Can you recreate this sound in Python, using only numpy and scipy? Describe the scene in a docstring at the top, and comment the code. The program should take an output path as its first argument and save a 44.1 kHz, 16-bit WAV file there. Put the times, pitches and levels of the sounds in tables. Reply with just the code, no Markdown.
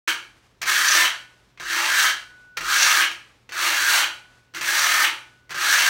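"""A tick and a gritty rasp: a steel trowel ends one stroke over a coated tabletop, then makes six more.
Drawn by a gloved hand, the blade knocks as it lands, snaps over sand grains and sets the top droning.
After some strokes it rings faintly in the air, and a sleeve rustles as the arm swings back.
A low mains hum lies under it all, in a small workshop heard through one close microphone."""
import sys
import numpy as np
from scipy import signal
from scipy.fft import rfft, irfft, next_fast_len
from scipy.io import wavfile
from scipy.ndimage import uniform_filter1d

SR = 44100
rng = np.random.default_rng(int(sys.argv[2]) if len(sys.argv) > 2 else 0)


def unload_wav(signal):
    """Save mono or channel-first audio to the path in sys.argv[1] as 16-bit WAV at rate SR, clipped to [-1, 1]."""
    wavfile.write(
        sys.argv[1],
        SR,
        np.round(np.clip(np.atleast_2d(signal).T, -1, 1) * 32767).astype(np.int16),
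    )


N = 259749
TIME = np.arange(N) / SR
PADDED = next_fast_len(N + SR)
GRID_HZ = np.maximum(np.fft.rfftfreq(PADDED, 1 / SR), 1)

# Room tone of the still air. Each row: frequency in Hz, relative level in dB.
AIR_SPECTRUM = [(25, -40), (44, 0), (70, -6), (150, -10.5), (300, -11), (700, -20.5), (1500, -22.5),
                (3000, -24.5), (6000, -32.5), (10000, -45), (16000, -41.5)]
# Partials of the mains hum. Each row: frequency in Hz, rms level in dB.
HUM_PARTIALS = [(119.6, -67), (240, -99.5)]
# The workshop's reverb tail. Each row: frequency in Hz, seconds to fall by 60 dB.
ROOM_DECAY = [(200, 0.36), (530, 0.48), (1400, 0.37), (3200, 0.41), (5000, 0.36), (10000, 0.41),
              (16000, 0.33)]
# Pulls of the trowel, the first already under way. Each row: landing in seconds, length in seconds,
# base level in dB, skim time in seconds, bite time in seconds, extra hiss in dB, mid-stroke flex pitch
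# in Hz, its glide in Hz per second, corner zing in dB, table sway in dB.
STROKES = [(-0.4, 0.58, -25, 0.05, 0.02, 5.5, 1361, -100, -25, -75),
           (0.614, 0.53, -22, 0.052, 0.004, 3.9, 1810, 60, -22.5, -57.5),
           (1.596, 0.58, -24.5, 0.084, 0.018, 2, 1768, -300, -28, -55),
           (2.568, 0.54, -21, 0.11, 0.019, 3.9, 1578, 906.5, -21, -49.5),
           (3.511, 0.6, -24, 0.053, 0.023, 4, 1615, -330, -24, -61),
           (4.538, 0.6, -22.5, 0.091, 0.03, 5, 1806, 27, -20.5, -67),
           (5.499, 0.5, -21, 0.1, 0.027, 3.9, 1720, 58, -29, -77)]
# The blade knocks on the top and rebounds. Each row: start in seconds, relative level in dB,
# treble lift in dB, gain of the dull knock in dB.
TOUCHES = [(0.078, -17.5, -12, -14), (0.617, -32.5, 14, -15), (0.629, -27.5, 2.5, -4),
           (0.657, -27, -3, -10), (1.575, -40.5, -16, -4), (1.599, -31, -4, 2), (2.571, -19.5, -0.5, -3),
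           (2.607, -32, -1, 0), (3.114, -36, 8, -11), (3.492, -34.5, -3, -6), (3.521, -35.5, 3, -10.5),
           (4.547, -30.5, 0, -7), (4.611, -26.5, 1, -5), (5.494, -38.5, -1, -0.5), (5.506, -32, -23, 0),
           (5.544, -34, -19, 4)]
# The blade springs free. Each row: start in seconds, ring level in dB, seconds to fall by 60 dB.
LIFTS = [(1.08, -35.5, 0.65), (2.099, -46, 9.8), (4.059, -43, 1.13), (5.121, -49, 1.7)]
# The hand leans in. Each row: centre in seconds, extra drive in dB, half-width in seconds.
PRESSES = [(0.98, 2.5, 0.044), (2.02, 4, 0.083), (3.66, 2, 0.039), (3.93, 3.5, 0.065), (5.03, 1, 0.022),
           (5.73, 2, 0.022)]
# The edge catches and the drone swells. Each row: centre in seconds, boost in dB, half-width in seconds.
CATCHES = [(0.09, 19.5, 0.046), (0.96, 15.5, 0.034), (1.75, 11.5, 0.1), (2.02, 7.5, 0.085),
           (3.0, 14, 0.066), (3.69, 10, 0.057), (3.83, 9, 0.025), (4.05, 9.5, 0.042), (4.58, 11.5, 0.038),
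           (4.73, 9, 0.041), (5.04, 8, 0.094), (5.68, 4.5, 0.04), (5.83, 5.5, 0.029)]
# The edge crosses sharp grit. Each row: centre in seconds, level in dB, half-width in seconds.
SHARP_PATCHES = [(0.925, -21, 0.063), (2.844, -22.5, 0.1), (4.812, -22.5, 0.054), (5.736, -28.5, 0.15)]
# The top's voice under a knock. Each row: frequency in Hz, width in Hz, relative gain in dB.
KNOCK_MODES = [(154, 19, 9), (349, 27, -22), (570, 690, 6), (830, 460, -10)]
# The top's voice under the dragging edge. Each row: frequency in Hz, width in Hz, relative gain in dB.
DRONE_MODES = [(339.6, 3.1, 17.5), (337.2, 18, 6), (357, 6.6, -11)]
# Tone colour of steel on grit. Each row: frequency in Hz, relative level in dB.
RASP_SPECTRUM = [(150, -63.5), (420, -33), (560, -15), (780, -14.5), (1000, -7), (1500, -6), (2100, -3.5),
                 (2600, -5.5), (4600, -21), (4950, -22.5), (6600, -22), (9600, -25), (10400, -29),
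                 (15800, -26)]
# Broad resonances of blade and handle. Each row: frequency in Hz, width in Hz, lift in dB.
BLADE_PEAKS = [(1210, 160, 1.5), (3980, 190, 4), (4520, 610, 7.5), (5830, 1800, 11.5), (11300, 430, 4)]
# Bending modes of the pressed blade. Each row: frequency in Hz, width in Hz, relative gain in dB.
BENDING_MODES = [(911, 95, -2.5), (1277, 110, 4), (1416, 81, 0), (1584, 162, 8), (1759, 45, -9.5),
                 (2130, 41, -3.5), (2206, 34, -9), (2726, 110, -4.5), (3124, 130, -1)]
# The band where the blade's corner zings: low edge in Hz, high edge in Hz.
CORNER_BAND = [2317, 3070]

OPEN_S, CUTOFF_HZ = 0.075, 15800
RELEASE_S = 0.12   # the pressure eases over the end of each stroke


def from_db(db):
    """Decibels to gain."""
    return 10 ** (np.asarray(db) / 20)


def rms_one(x):
    """Scale to rms 1."""
    return x / np.sqrt(np.mean(x ** 2) + 1e-20)


def at_hz(points, hz):
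    """Read a table on a log-frequency axis."""
    knots, values = np.transpose(points)
    return np.interp(np.log(hz), np.log(knots), values)


def colour(x, gain_db):
    """Minimum-phase EQ with the given gain on the frequency grid."""
    cepstrum = irfft(np.log(from_db(gain_db)), PADDED)
    cepstrum[1:PADDED // 2] *= 2
    cepstrum[PADDED // 2 + 1:] = 0
    return irfft(rfft(x, PADDED) * np.exp(rfft(cepstrum)), PADDED)[:N]


def cut(x, hz, kind, order=4):
    """Butterworth filter."""
    return signal.sosfilt(signal.butter(order, hz, kind, fs=SR, output="sos"), x)


def resonator(hz, width_hz):
    """Filter coefficients of one resonance, gain 1 at its peak."""
    r = np.exp(-np.pi * width_hz / SR)
    return np.array([1, 0, -1]) * (1 - r * r) / 2, [1, -2 * r * np.cos(2 * np.pi * hz / SR), r * r]


def resonate(x, hz, width_hz):
    """Ring one resonance with x."""
    return signal.lfilter(*resonator(hz, width_hz), x)


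def modes(x, rows):
    """Ring a body's resonances side by side."""
    return sum(from_db(db) * resonate(x, hz, width) for hz, width, db in rows)


def drift(per_s):
    """A random wander of rms 1, with per_s new targets a second."""
    return rms_one(np.interp(TIME * per_s, np.arange(N), rng.standard_normal(N)))


def bump(centre_s, half_width_s):
    """A bell-shaped rise and fall of height 1."""
    return np.exp(-((TIME - centre_s) / half_width_s) ** 2)


def swells(rows):
    """Extra dB that come and go around each row's time."""
    return sum(db * bump(s, half_width) for s, db, half_width in rows)


def evened(x, window_s):
    """Ride the gain to flatten slow changes of level."""
    power = np.abs(uniform_filter1d(rms_one(x) ** 2, size=int(window_s * SR)))
    return x / np.sqrt(power + .01)


def stroke_now():
    """The columns of the latest stroke, at every moment."""
    rows = np.array(STROKES)
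    latest = np.maximum(np.searchsorted(rows[:, 0], TIME, side="right") - 1, 0)
    return rows[latest].T


def room_tone(air_db):
    """The bed: still air and mains hum."""
    air = cut(colour(rng.standard_normal(N), at_hz(AIR_SPECTRUM, GRID_HZ)), 28, "high", order=8)
    hum = sum(np.sqrt(2) * from_db(db) * np.sin(2 * np.pi * hz * TIME) for hz, db in HUM_PARTIALS)
    return from_db(air_db) * rms_one(air) + hum


def workshop_reverb(x, first_echo_s, treble_loss_db):
    """A short, diffuse tail that starts weaker in the treble; each band dies at its own rate."""
    t = TIME[:SR * 3 // 4]
    edges = np.geomspace(100, 18000, 13)
    response = np.zeros(len(t))
    for low, high in zip(edges, edges[1:]):
        hz = np.sqrt(low * high)
        band = cut(rng.standard_normal(len(t)), [low, high], "band", order=3)
        response += band * from_db(-60 * t / at_hz(ROOM_DECAY, hz) - treble_loss_db * hz / CUTOFF_HZ)
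    response *= t > first_echo_s
    return signal.fftconvolve(x, response / np.sqrt(np.sum(response ** 2)))[:N]


def moving_echoes(x, spots):
    """The echoes crossfade from spot to spot as the blade crosses the table and returns through the air."""
    turns_s = np.ravel([(lands, lands + length) for lands, length, *_ in STROKES])
    position = np.interp(TIME, turns_s, [0, 1] * len(STROKES)) * (spots - 1)
    shares = [np.sqrt(np.maximum(1 - np.abs(position - spot), 0)) for spot in range(spots)]
    return sum(workshop_reverb(x * share, first_echo_s=0.0037, treble_loss_db=13.5) for share in shares)


def sleeve(band_hz, level_db, lead_s):
    """Soft, uneven cloth rustle as the arm swings back before each landing."""
    rustle = rng.standard_normal(N) * from_db(2 * np.tanh(drift(60)))
    cloth = cut(cut(rustle, band_hz, "band", order=1), 10500, "low", order=2)
    swings = sum(bump(lands - lead_s, 0.16) for lands, *_ in STROKES)
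    return from_db(level_db) * swings * rms_one(cloth)


def table_sway(hz, lag_s):
    """A sub-bass swell: the table rocks on its pedestal as the hand comes down."""
    level = sum(from_db(sway_db) * bump(lands + lag_s, 0.057) for lands, *_, sway_db in STROKES)
    return level * np.sin(2 * np.pi * hz * TIME)


def free_ring(hz):
    """Lifted off, the blade sings on one mode until it fades or lands again."""
    level = np.zeros(N)
    for s, db, t60 in LIFTS:
        lands = min(start for start, *_ in STROKES if start > s)
        level += from_db(db - 60 * np.abs(TIME - s) / t60) * (TIME >= s) * (TIME < lands)
    return uniform_filter1d(level, size=200) * np.sin(2 * np.pi * hz * TIME)


def table_drone(force, flutter_db, flutters_per_s):
    """The dragging edge keeps the top's modes swinging, with a flutter as it grips and slips."""
    wood = cut(modes(force, DRONE_MODES), [250, 450], "band", order=2)
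    return evened(wood, window_s=0.039) * from_db(flutter_db * np.tanh(drift(flutters_per_s)))


def through_blade(x):
    """What the pressed blade radiates when x shakes its edge."""
    peaks_db = sum(db / (1 + (2 * (GRID_HZ - hz) / width) ** 2) for hz, width, db in BLADE_PEAKS)
    return colour(x, at_hz(RASP_SPECTRUM, GRID_HZ) + peaks_db)


def blade_knocks(decay_s, trim_db):
    """Each touch crushes a few grains: a short crunch through the blade, a dull knock in the top."""
    shake = rng.standard_normal(N)
    crunch = rms_one(through_blade(shake))
    treble = crunch - cut(crunch, 3600, "low", order=1)
    steel, push = np.zeros(N), np.zeros(N)
    for s, db, treble_db, knock_db in TOUCHES:
        fade = from_db(db + trim_db) * (TIME >= s) * np.exp(-np.abs(TIME - s) / decay_s)
        steel += fade * (crunch + (from_db(treble_db) - 1) * treble)
        push += fade * shake * from_db(knock_db)
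    return steel + cut(modes(push, KNOCK_MODES), 1100, "low", order=2)


def grains(per_s, size_db, judder_db, judders_per_s, friction):
    """The edge snaps over mixed sand grains on top of smooth friction, in clumps as it judders."""
    sizes = from_db(size_db * np.minimum(rng.exponential(1, N), 4)) * rng.choice([-1, 1], N)
    snaps = rms_one(sizes * (rng.random(N) < per_s / SR))
    return (snaps + friction * rng.standard_normal(N)) * from_db(judder_db * drift(judders_per_s))


def sharp_grit(hz, width_hz, broad_share):
    """Once the edge has bitten, patches of sharper grains sizzle around one high blade resonance."""
    lands, length, _, skim_s, *_ = stroke_now()
    biting = (TIME > lands + skim_s) * (TIME < lands + length - RELEASE_S / 2)
    gate = uniform_filter1d(1.0 * biting, size=2000)
    force = grains(per_s=5000, size_db=1.0, judder_db=-3.5, judders_per_s=200, friction=0.28)
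    steel = cut(through_blade(force), [3300, 9000], "band", order=2)
    level = sum(from_db(db) * bump(s, half_width) for s, db, half_width in SHARP_PATCHES)
    return gate * level * rms_one(resonate(steel, hz, width_hz) + broad_share * steel)


def corner_zing(force, lift_s, level_db):
    """Just before the lift only the corner drags, so the blade is less damped and zings."""
    zing = rms_one(cut(force, CORNER_BAND, "band", order=3))
    return zing * from_db(level_db) * bump(lift_s - 0.08, 0.03)


def bending(x, flare_db, flares_per_s, trim_db):
    """The grit bites at ever new spots on the edge, so each bending mode flares and fades by itself."""
    flares = np.zeros(N)
    for hz, width, db in BENDING_MODES:
        wander_db = flare_db * np.tanh(drift(flares_per_s))
        flares += resonate(x, hz, width) * from_db(db + trim_db + wander_db)
    return x + flares


def flexing(x, centre_hz, width_hz, mix):
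    """Add a resonance that glides with the blade's flex, retuned every few milliseconds."""
    ring, state = np.zeros(N), np.zeros(2)
    for i in range(0, N, 128):
        block = slice(i, i + 128)
        ring[block], state = signal.lfilter(*resonator(centre_hz[i], width_hz), x[block], zi=state)
    return x + mix * ring


def effort(age, length, skim_s, bite_s, hop_db=12.5, skim_db=12, gather_db_per_s=4, release_db=25):
    """Drive in dB: the edge hops before a knock, skims, bites, speeds up, is leant on and eases off."""
    hopping = np.max([bump(s, 0.012) * (TIME < s) for s, *_ in TOUCHES], axis=0)
    skimming = (1 - np.tanh((age - skim_s) / (2 * bite_s))) / 2
    easing = np.clip(1 + (age - length) / RELEASE_S, 0, 1) ** 2
    gathering_db = gather_db_per_s * (age - length / 2)
    return gathering_db - hop_db * hopping - skim_db * skimming - release_db * easing + swells(PRESSES)


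def scrape(lift_off_s):
    """One stream of grains drives rasp, grit, hiss, drone and zing; more effort sounds brighter."""
    lands, length, level_db, skim_s, bite_s, hiss_db, flex_hz, glide, zing_db, _ = stroke_now()
    age = TIME - lands
    drive_db = effort(age, length, skim_s, bite_s)
    contact = np.exp(-np.maximum(age - length, 0) / lift_off_s)
    force = grains(per_s=8000, size_db=2.0, judder_db=1.0, judders_per_s=260, friction=0.64)
    steel = bending(through_blade(force), flare_db=10.5, flares_per_s=16, trim_db=-3.5)
    steel = flexing(steel, flex_hz + glide * (age - length / 2), width_hz=200, mix=0.91)
    rasp = evened(cut(steel, 3500, "low"), window_s=0.079)   # the bending modes share one push
    grit = cut(steel, [3500, 8500], "band")
    hiss = cut(steel, 8500, "high")
    drone = table_drone(force, flutter_db=2.0, flutters_per_s=14)
    layers = [(rasp, -0.06 + drive_db),
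              (grit, -4.5 + 1.11 * drive_db),
              (hiss, -11.5 + 1.43 * drive_db + hiss_db),
              (drone, -32.5 + 0.19 * drive_db + swells(CATCHES))]
    dragging = contact * sum(rms_one(x) * from_db(level_db + db) for x, db in layers)
    return dragging + corner_zing(force, lands + length, zing_db)


def scene():
    """Trowel up front, echoes and room tone behind, the same in both channels."""
    trowel = scrape(lift_off_s=0.009) + blade_knocks(decay_s=0.012, trim_db=-1.5)
    trowel += sharp_grit(hz=6070, width_hz=830, broad_share=0.8)
    mono = trowel + from_db(-8.0) * moving_echoes(trowel, spots=5)
    mono += free_ring(hz=1480) + table_sway(hz=43.7, lag_s=0.09)
    mono += sleeve(band_hz=[398, 2610], level_db=-61, lead_s=0.21) + room_tone(air_db=-63)
    return np.stack([mono, mono])


def record(dry):
    """The microphone opens just after the start; a steep low-pass takes off the highest treble."""
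    top_cut = signal.ellip(12, .1, 80, CUTOFF_HZ, fs=SR, output="sos")
    return signal.sosfilt(top_cut, dry * (TIME >= OPEN_S) + 1e-18)


dry = scene()
out = record(dry)
unload_wav(out)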